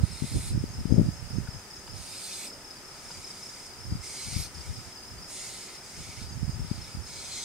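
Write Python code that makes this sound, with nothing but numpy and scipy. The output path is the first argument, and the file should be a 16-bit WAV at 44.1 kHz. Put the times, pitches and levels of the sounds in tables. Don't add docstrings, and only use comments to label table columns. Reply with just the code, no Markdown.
import sys
import numpy as np
from scipy import signal
from scipy.fft import rfft, irfft
from scipy.io import wavfile
from scipy.ndimage import uniform_filter1d

SR = 44100
rng = np.random.default_rng(int(sys.argv[2]) if len(sys.argv) > 2 else 0)


def transcribe(signal):
    frames = np.atleast_2d(signal).T
    limited = np.clip(frames, -1, 1)
    pcm = np.round(limited * 32767).astype(np.int16)
    wavfile.write(sys.argv[1], SR, pcm)


N = 328104

NEAR_CALLS = [ (0.0, 0.5496, -46.5, 0.56, 10.5, -2.5, -4, -3, -5, -13, 2.5),
              (1.929, 0.59, -44, 0.663, 10.5, 0, -4, -3, 9.5, -12, -1.5),
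              (4.009, 0.5, -43, 0.802, 3.5, 5.5, -5, 2.5, -7.5, -15.5, 9),
              (5.265, 0.5535, -43, 0.204, 6.5, 12.5, -4.5, 10, 1.5, -14.5, -3.5),
              (7.04, 0.469, -42.5, 1, 9, 4, -2, 4, -2, -18, -1)]
# centre and width in Hz, lift in dB.
THROATS = [
    [(2003, 350, 9), (3100, 400, -4.5), (3670, 265, 4), (4153, 283, 6.5), (4690, 300, -5),
     (5940, 300, -9.5), (7900, 440, 4.5), (8910, 360, 10.5), (9453, 350, 10)],
    [(2485, 506, 6), (3050, 380, -0.5), (3647, 230, 9.5), (4155, 270, 10.5), (4820, 420, 7),
     (6730, 500, 1.5), (8540, 1020, 6), (9520, 500, 6), (12100, 500, 4)],
    [(2137, 500, 7), (4180, 263, 6.5), (4885, 480, 5.5), (6250, 500, 1), (6970, 250, -2.5),
     (8000, 600, -0.5), (8560, 500, 3.5)],
    [(1954, 400, 10.5), (4080, 540, 4), (6855, 325, 7), (8630, 2300, 4), (10000, 500, 2.5)],
    [(2150, 300, 8), (2860, 260, -8.5), (3420, 380, 5), (4130, 450, 10), (5160, 460, 6.5), (6300, 410, 7.5),
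     (7000, 500, 5.5), (8220, 940, 5)],
]
# first and last spacing of the echo ripple in Hz,
# its depth in dB, glide of the throat in octaves.
HEAD_TURNS = [(637, 590, 1, -0.039), (820, 703, 1, -0.124), (680, 735, -0.15, 0.053), (750, 890, -1, 0.048),
              (646, 584, 2, -0.054)]
INSIDE_CALLS = [ (2.888, 0.845, -53.5, 0.29, 10.5, 2, -0.5, -4), (4.511, 0.466, -55.5, 0.29, 4, 5, 1, -1),
                (5.809, 0.487, -52, 0.483, 3.5, 5.5, 2, 12), (6.62, 0.409, -57.5, 0.657, 6.5, 11, 5, -3.5)]
# delay in seconds, gain in dB.
ECHOES = [(.0031, -33), (.0053, -11.5), (.0087, -23)]
def owls(near_gain_db=2.0, inside_gain_db=2.5):
    near, inside = np.zeros((2, 2, N))
    for call in zip(NEAR_CALLS, THROATS, HEAD_TURNS):
        add(near, *near_hiss(*call))
    for call in INSIDE_CALLS:
        add(inside, *inside_hiss(*call))
    direct = amp(near_gain_db) * near + amp(inside_gain_db) * inside
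    out = direct.copy()
    for delay, db in ECHOES:
        add(out, delay, amp(db) * direct)
    return out


# frequency in Hz, relative level in dB.
THROAT_RUSH = [(900, -17), (1750, -26), (2100, -6), (3000, -6.5), (3600, -5), (6000, 1.5), (9200, 0.5),
               (10600, -9), (12500, -17), (15500, -26.5)]
def near_hiss(call, throat, head_turn, flare_s=0.051):
    start, length, level_db, crest, swell_db, sag_db, throaty_db, growth_db, ring_db, edge_db, flare_db = call
    first_hz, last_hz, ripple_db, glide = head_turn
    t, hz = grid(round(length * SR), size=512)
    progress = t / t[-1]
    ramp = progress - .5
    gape_db = flare_db * np.exp(-((t - crest * length) / flare_s) ** 2)
    (low_hz, low_width, low_db), *upper = throat
    resonances = [(low_hz, low_width, low_db + ring_db * ramp), *upper]
    colour_db = curve(THROAT_RUSH, hz) + humps(resonances, hz / 2 ** (glide * ramp))
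    colour_db += ripple_db * np.cos(2 * np.pi * hz / (first_hz + (last_hz - first_hz) * progress))
    bands_hz = [(1900, 4400), (6000, 10000), (10500, 15000)]
    low, core, top = (total_db(colour_db[:, (hz > lo) & (hz < hi)]) for lo, hi in bands_hz)
    low_tilt = (throaty_db + growth_db * ramp - low + core) * curve([(4400, 1), (6000, 0)], hz)
    top_tilt = (edge_db + gape_db - top + core) * curve([(9500, 0), (11000, 1)], hz)
    strength = breath(length, level_db, crest, swell_db, sag_db)
    return start, rasp(strength, colour_db + low_tilt + top_tilt, hz)


# centre and width in Hz, lift in dB.
BOX_HOLLOW = [(2180, 490, 9), (3845, 1200, 2), (5430, 2050, 2), (7600, 2700, 0)]
def inside_hiss(start, length, level_db, crest, swell_db, sag_db, throaty_db, growth_db):
    t, hz = grid(round(length * SR), size=512)
    colour_db = curve(THROAT_RUSH, hz) + humps(BOX_HOLLOW, hz)
    low_tilt = (throaty_db + growth_db * (t / t[-1] - .5)) * curve([(4400, 1), (6000, 0)], hz)
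    strength = breath(length, level_db, crest, swell_db, sag_db)
    return start, rasp(strength, colour_db + low_tilt, hz)


def breath(length, level_db, crest, swell_db, sag_db, attack_s=0.0362, release_s=0.0647):
    t = np.arange(0, length, 1 / SR)
    crest_s = np.clip(crest, .05, .95) * length
    before = np.maximum(1 - t / crest_s, 0)
    after = np.maximum(t - crest_s, 0) / (length - crest_s)
    gate = np.minimum(t / attack_s, 1) * np.minimum((length - t) / release_s, 1)
    return gate * amp(level_db - swell_db * before ** 1.283 - sag_db * after)


# frequency in Hz, then, table by table,
# likeness from 0 to 1, left minus right in dB, lead of the left in radians.
OWL_LIKENESS = [(2000, 0.94), (4000, 0.716), (7000, 0.48), (15000, 0.525)]
OWL_BALANCE = [(2000, -2.5), (4400, 1.5), (6000, 2), (8500, -5), (11000, -9.5), (15000, 2.5)]
OWL_PHASE = [(2600, 0.2), (4000, -1.224), (5000, -1.03), (6200, -0.68), (8000, -1.565), (9500, -0.41),
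             (15000, -1)]
def rasp(strength, colour_db, hz, flutter_db=0.24, flutter_hz=130, patchy_db=2.18):
    length = len(strength)
    power = amp(colour_db) ** 2
    core_share = power[:, (hz > 6000) & (hz < 10000)].sum(1) / power.sum(1)
    core_share = np.interp(np.arange(length), np.linspace(0, length, len(core_share)), core_share)
    field_db = colour_db - total_db(colour_db) + patchy_db * patches(colour_db.shape, frames=12, bins=3)
    likeness = curve(OWL_LIKENESS, hz) * np.exp(-1j * curve(OWL_PHASE, hz))
    air = noise(field_db, likeness, length)
    air = unit_rms(air * amp(flutter_db * wobble(length, flutter_hz)))
    return pan_spectrum(air * strength / np.sqrt(core_share), OWL_BALANCE)


# time in seconds, peak in dB.
KNOCKS = [(1.473, -38.5), (1.686, -46.5), (1.877, -38), (2.516, -49.5), (3.104, -39.5)]
# frequency in Hz, relative level in dB, seconds to fall 60 dB.
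BOARD_MODES = [(960, 5, 0.0254), (1434, 5.5, 0.037), (1620, -5, 0.04), (2232, -4.5, 0.031),
               (2887, -0.5, 0.023), (3477, -10, 0.016)]
def claws(scrape_s=0.00196):
    out, t = np.zeros((2, N)), np.arange(SR // 10) / SR
    ring = sum(amp(db - 60 * t / t60) * np.sin(2 * np.pi * hz * t) for hz, db, t60 in BOARD_MODES)
    for start, db in KNOCKS:
        scrape = rng.standard_normal(len(t)) * np.exp(-t / scrape_s)
        knock = signal.fftconvolve(scrape, ring)
        add(out, start, amp(db) * knock / abs(knock).max())
    return out


# time in seconds, level in dB.
WING_SWEEP = [(2.3, -72.5), (2.45, -54), (2.56, -52.5), (2.75, -70)]
# frequency in Hz, relative level in dB.
FEATHERS = [(80, -16.5), (230, 2.5), (550, -0.5), (1000, -14.5), (3000, -33.5)]
def wings():
    t, hz = grid(N, size=1024)
    rush = unit_rms(noise(curve(FEATHERS, hz) + np.zeros_like(t), likeness=0.98, length=N))
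    times, levels_db = np.transpose(WING_SWEEP)
    return rush * amp(np.interp(np.arange(N) / SR, times, levels_db, left=-120, right=-120))


# first and
# last chirp in seconds, number of chirps, relative level in dB, top pitch in Hz.
CHIRP_RUNS = [ (.115, .739, 4, -48, 5400), (.923, 1.135, 2, -49.5, 5390), (1.306, 1.905, 4, -45.3, 5390),
              (2.121, 2.647, 4, -46, 5350), (2.851, 3.052, 2, -48, 5360), (3.244, 3.43, 2, -43.5, 5340),
              (3.6, 4.01, 3, -46, 5350), (4.36, 4.925, 4, -46.5, 5360), (5.05, 5.752, 5, -46.7, 5380),
              (5.958, 6.378, 3, -50, 5420), (6.598, 7.035, 3, -47, 5390), (.066, 1.65, 9, -52, 5070),
              (1.865, 2.915, 6, -51, 5060), (3.111, 4.1, 6, -47.5, 5070), (4.337, 5.183, 5, -48.5, 5040),
              (5.42, 6.04, 4, -52, 5070), (6.265, 7.129, 5, -47, 5060), (.69, 1.98, 7, -54, 6570),
              (6.3, 6.504, 2, -54, 6600)]
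def crickets(strokes=3, gain_db=4, uneven_db=1.5, detune_hz=25, lead_s=.006):
    out = np.zeros((2, N))
    near_chirps = [(start, db, top_hz) for first, last, count, db, top_hz in CHIRP_RUNS
                   for start in np.linspace(first, last, round(count))]
    for start, db, top_hz in near_chirps + far_chirps():
        scale = 0.75 if top_hz > 6000 else 1
        stroke_s, every_s, fall_hz = 0.02102 * scale, .03 * scale, 600 * scale
        progress = np.linspace(0, 1, int(stroke_s * SR))
        skew = 0.947 if top_hz < 5200 else 0.823
        swell = np.sin(np.pi * progress ** skew) ** 2
        for k, (force, detune, lag) in enumerate(rng.standard_normal((strokes, 3))):
            pitch_hz = top_hz + detune_hz * detune - fall_hz * progress ** 1.687
            phase = 2 * np.pi * np.cumsum(pitch_hz) / SR
            pulse = swell * np.sin([phase, phase + 1.21 * lag]) * pan(balance_db=1)[:, None]
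            add(out, start - lead_s + k * every_s, amp(db + gain_db + uneven_db * force) * pulse)
    return out


def far_chirps(insects=5, chirps=48, relative_db=-57.0):
    rows = []
    for pace, offset, pitch in rng.random((insects, 3)):
        period_s = .21 * (.85 + .4 * pace)
        times = .21 * offset + (np.arange(chirps) + .1 * rng.standard_normal(chirps)) * period_s
        rows += [(start, relative_db, 5000 + 330 * pitch) for start in times]
    return rows


# frequency in Hz, relative level in dB.
WIND_COLOUR = [(15, -29), (30, -6), (70, 3.5), (130, -3), (220, -10), (350, -20), (600, -28), (1200, -55),
               (3000, -80)]
def wind(gain_db=1.5, lumpy_db=2.5, lump_hz=35, brightening=0.7479):
    t, hz = grid(N, size=1024)
    octaves = np.log2(np.clip(hz, 100, 600) / 100)
    out = []
    for port in range(2):
        flow_db = airflow(t, port)
        field_db = curve(WIND_COLOUR, hz) + brightening * (flow_db + 27.0) * octaves
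        air = noise(field_db - total_db(field_db), likeness=0, length=N)[0]
        air = unit_rms(air * amp(lumpy_db * wobble(N, lump_hz)))
        out.append(air * amp(gain_db + np.interp(np.arange(N) / SR, t[:, 0], flow_db[:, 0])))
    return np.array(out)


# peak time and length in seconds, relative level in dB
PUFFS = [ (.008, 0.071, -33, -26.5), (.13, 0.04, -47.5, -35), (0.234, 0.0264, -27.5, -60),
         (0.359, 0.0674, -32.5, -26.5), (.545, 0.1103, -30.5, -28.5), (0.697, 0.078, -42.5, -39),
         (0.796, 0.0507, -34, -32.5), (0.922, 0.0597, -23.5, -51), (0.992, 0.0632, -21, -28.5),
         (1.06, 0.078, -32.5, -27), (1.242, 0.062, -55.5, -36), (1.37, 0.1044, -41.5, -28.5),
         (1.562, 0.0312, -35, -43.5), (1.949, 0.102, -63, -39.5), (3.071, 0.036, -63, -48.5),
         (3.179, 0.045, -67, -47.5), (3.917, 0.103, -42.5, -33), (4.272, 0.027, -35.5, -56),
         (4.372, 0.0827, -31.5, -54.5), (4.58, 0.0404, -37, -49.5), (4.707, 0.061, -37, -36),
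         (4.787, 0.0263, -48.5, -37.5), (4.868, 0.0214, -51.5, -37), (5.165, 0.094, -47, -44),
         (6.0, 0.0317, -38, -39.5), (6.092, 0.0303, -38.5, -59), (6.287, 0.174, -46.5, -38),
         (6.41, 0.117, -47, -32), (6.616, 0.111, -33, -40.5), (6.787, 0.095, -50, -38.5),
         (6.987, 0.0464, -55.5, -34), (7.14, 0.57, -66.5, -50.5)]
# relative level in dB, left then right.
CALM_DB = [-75.5, -61.5]
def airflow(t, port, skirt_db=-13, skirt_width=2.38):
    power = amp(CALM_DB[port]) ** 2
    for peak_s, length, *level_db in PUFFS:
        away = 2 * (t - peak_s) / length
        skirt = amp(skirt_db) ** 2 * np.exp(-(away / skirt_width) ** 2)
        power = power + amp(level_db[port]) ** 2 * (np.exp(-away ** 2) + skirt)
    return 10 * np.log10(power)


# time in seconds, relative level in dB,
# nominal pitch in Hz, left minus right in dB.
STRONG_EDDIES = [(0.0383, -9, 120.4, -24), (0.2235, -15, 180, 33), (0.244, -19.5, 179.5, 30.5),
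                 (0.3595, -19, 236, 32.5), (0.5505, -14, 156, -25.5), (0.5776, -14, 163, -17),
                 (0.6402, -16, 248, 29), (0.8564, -14, 187, 31), (0.9245, -6, 211, 39),
                 (0.9426, -11, 189.5, 27.5), (0.983, -7, 183, 17.5), (0.997, -6, 214, 25),
                 (1.0151, -9, 195, 11.5), (1.0891, -12.5, 146.3, -22), (1.385, -14, 187.3, -29.5),
                 (1.4893, -22.5, 124.6, 15.5), (3.925, -15.5, 137, 19.5), (3.9551, -21.5, 134, 27),
                 (4.3661, -16.5, 131.4, 34.5), (6.431, -17, 152, -33), (6.4813, -19.5, 130, -29),
                 (6.4954, -19, 142, -33), (6.7152, -14.5, 179.4, 26), (6.9508, -25.5, 143, 24)]
def buffets(gain_db=-1.0, pitch_scale=0.8932, order=3.38):
    out, t = np.zeros((2, N)), np.arange(-.03, .03, 1 / SR)
    eddies = list(STRONG_EDDIES) + small_eddies()
    for (peak_s, db, hz, balance_db), turn in zip(eddies, rng.random(len(eddies))):
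        pulse = (1 - 2j * np.pi * hz * pitch_scale * t / order) ** -(order + .5)
        swing = (np.exp(2j * np.pi * turn) * pulse).real * np.hanning(len(t))
        add(out, peak_s + t[0], amp(db + gain_db) * swing * pan(balance_db)[:, None])
    return out


def small_eddies(per_port=140, over_db=4.5, spread_db=1.5, nominal_hz=160, apart_db=24):
    rows = []
    for port, side in enumerate([1, -1]):
        times = (np.arange(per_port) + rng.random(per_port)) / per_port * N / SR
        force, pitch = rng.standard_normal((per_port, 2)).T
        levels_db = airflow(times, port) + over_db + spread_db * force
        rows += zip(times, levels_db, nominal_hz * 2 ** (.2 * pitch), np.full(per_port, side * apart_db))
    return rows


# centre and width in Hz, lift in dB.
WASH_HUMPS = [(380, 38.2, 5), (961, 370, 2), (1108, 161, -5), (1277, 96, 3.5), (1652, 125, -3.5),
              (1706, 28, 6.5), (5022, 818, 9.5), (6188, 1280, 4)]
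# frequency in Hz, then, table by table,
# relative level in dB, likeness of the ports from 0 to 1, left minus right in dB.
WASH_COLOUR = [(20, 8.5), (60, -5.5), (150, -2), (300, -5), (600, -7.5), (1400, -7.5), (2200, -10.5),
               (3000, -14), (4300, -16), (6000, -14.5), (9300, -12), (10800, -21.5), (13000, -23),
               (15500, -25.5)]
WASH_LIKENESS = [(40, 0.7), (250, 0.95), (640, 0.728), (1400, 0.541), (3100, 0.092), (6800, 0.039),
                 (15000, .05)]
WASH_BALANCE = [(100, 1.5), (1300, -1), (5000, 3.5), (8500, -1.9), (15000, -0.5)]
def night_wash(level_db=-46.5, patchy_db=0.47):
    t, hz = grid(N, size=4096)
    colour_db = curve(WASH_COLOUR, hz) + humps(WASH_HUMPS, hz)
    field_db = colour_db + patchy_db * patches((len(t), len(hz)), frames=5, bins=30)
    air = unit_rms(noise(field_db, curve(WASH_LIKENESS, hz), N))
    return amp(level_db) * pan_spectrum(air, WASH_BALANCE)


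def garden_tail(x, t60=0.093, echoes_per_s=2000):
    t = np.arange(SR // 2) / SR
    taps = rng.standard_normal((2, len(t))) * (rng.random((2, len(t))) < echoes_per_s / SR)
    taps *= amp(-60 * t / t60) * (t > .005)
    return signal.fftconvolve(x, taps / np.linalg.norm(taps, axis=1, keepdims=True), axes=1)[:, :N]


def amp(db):
    return 10 ** (np.asarray(db) / 20)


def total_db(field_db):
    return 10 * np.log10(np.sum(amp(field_db) ** 2, 1, keepdims=True))


def unit_rms(x):
    return x / np.sqrt(np.mean(x ** 2) + 1e-20)


def curve(points, hz):
    point_hz, value = np.transpose(points)
    return np.interp(np.log(hz + 1), np.log(point_hz + 1), value)


def humps(rows, hz):
    return sum(db * 2 ** -((2 * (hz - centre) / width) ** 2) for centre, width, db in rows)


def pan(balance_db):
    pair = np.array([amp(balance_db / 2), amp(-balance_db / 2)])
    return pair / np.sqrt(np.mean(pair ** 2, 0))


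def pan_spectrum(x, balance):
    hz = np.fft.rfftfreq(x.shape[1], 1 / SR)
    return irfft(rfft(x) * pan(curve(balance, hz)), x.shape[1])


def add(mix, start_s, sound):
    part = mix[:, max(round(start_s * SR), 0):][:, :sound.shape[-1]]
    part += sound[..., :part.shape[1]]


def grid(length, size):
    hop = size // 4
    return np.arange(length // hop + 5)[:, None] * hop / SR, np.fft.rfftfreq(size, 1 / SR)


def noise(field_db, likeness, length):
    shape = field_db.shape
    left, other = (rng.standard_normal(shape) + 1j * rng.standard_normal(shape) for _ in range(2))
    right = likeness * left + np.sqrt(np.maximum(1 - abs(likeness) ** 2, 0)) * other
    spectra = np.array([left, right]) * amp(field_db)
    size = 2 * shape[1] - 1
    return signal.istft(spectra.swapaxes(1, 2), nperseg=size, noverlap=size * 3 // 4)[1][:, :length]


def patches(shape, frames, bins):
    smooth_in_time = uniform_filter1d(rng.standard_normal(shape), frames, 0)
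    return unit_rms(uniform_filter1d(smooth_in_time, bins, 1))


def wobble(length, rate_hz):
    hz = np.fft.rfftfreq(length, 1 / SR)
    return unit_rms(irfft(rfft(rng.standard_normal(length)) * np.exp(-(hz / rate_hz) ** 2), length))


def scene():
    birds, insects = owls() + claws(), crickets()
    tail = garden_tail(amp(-20) * birds + amp(-4.0) * insects)
    return birds + insects + tail + wings() + wind() + buffets() + night_wash()


def record(dry, low_cut_hz=41, band_limit_hz=15750):
    thinned = signal.sosfilt(signal.butter(2, low_cut_hz, "high", fs=SR, output="sos"), dry)
    lowpass = signal.firwin(801, band_limit_hz, window=("kaiser", 9), fs=SR)
    return signal.oaconvolve(thinned, lowpass[None], "same")


dry = scene()
out = record(dry)
transcribe(out)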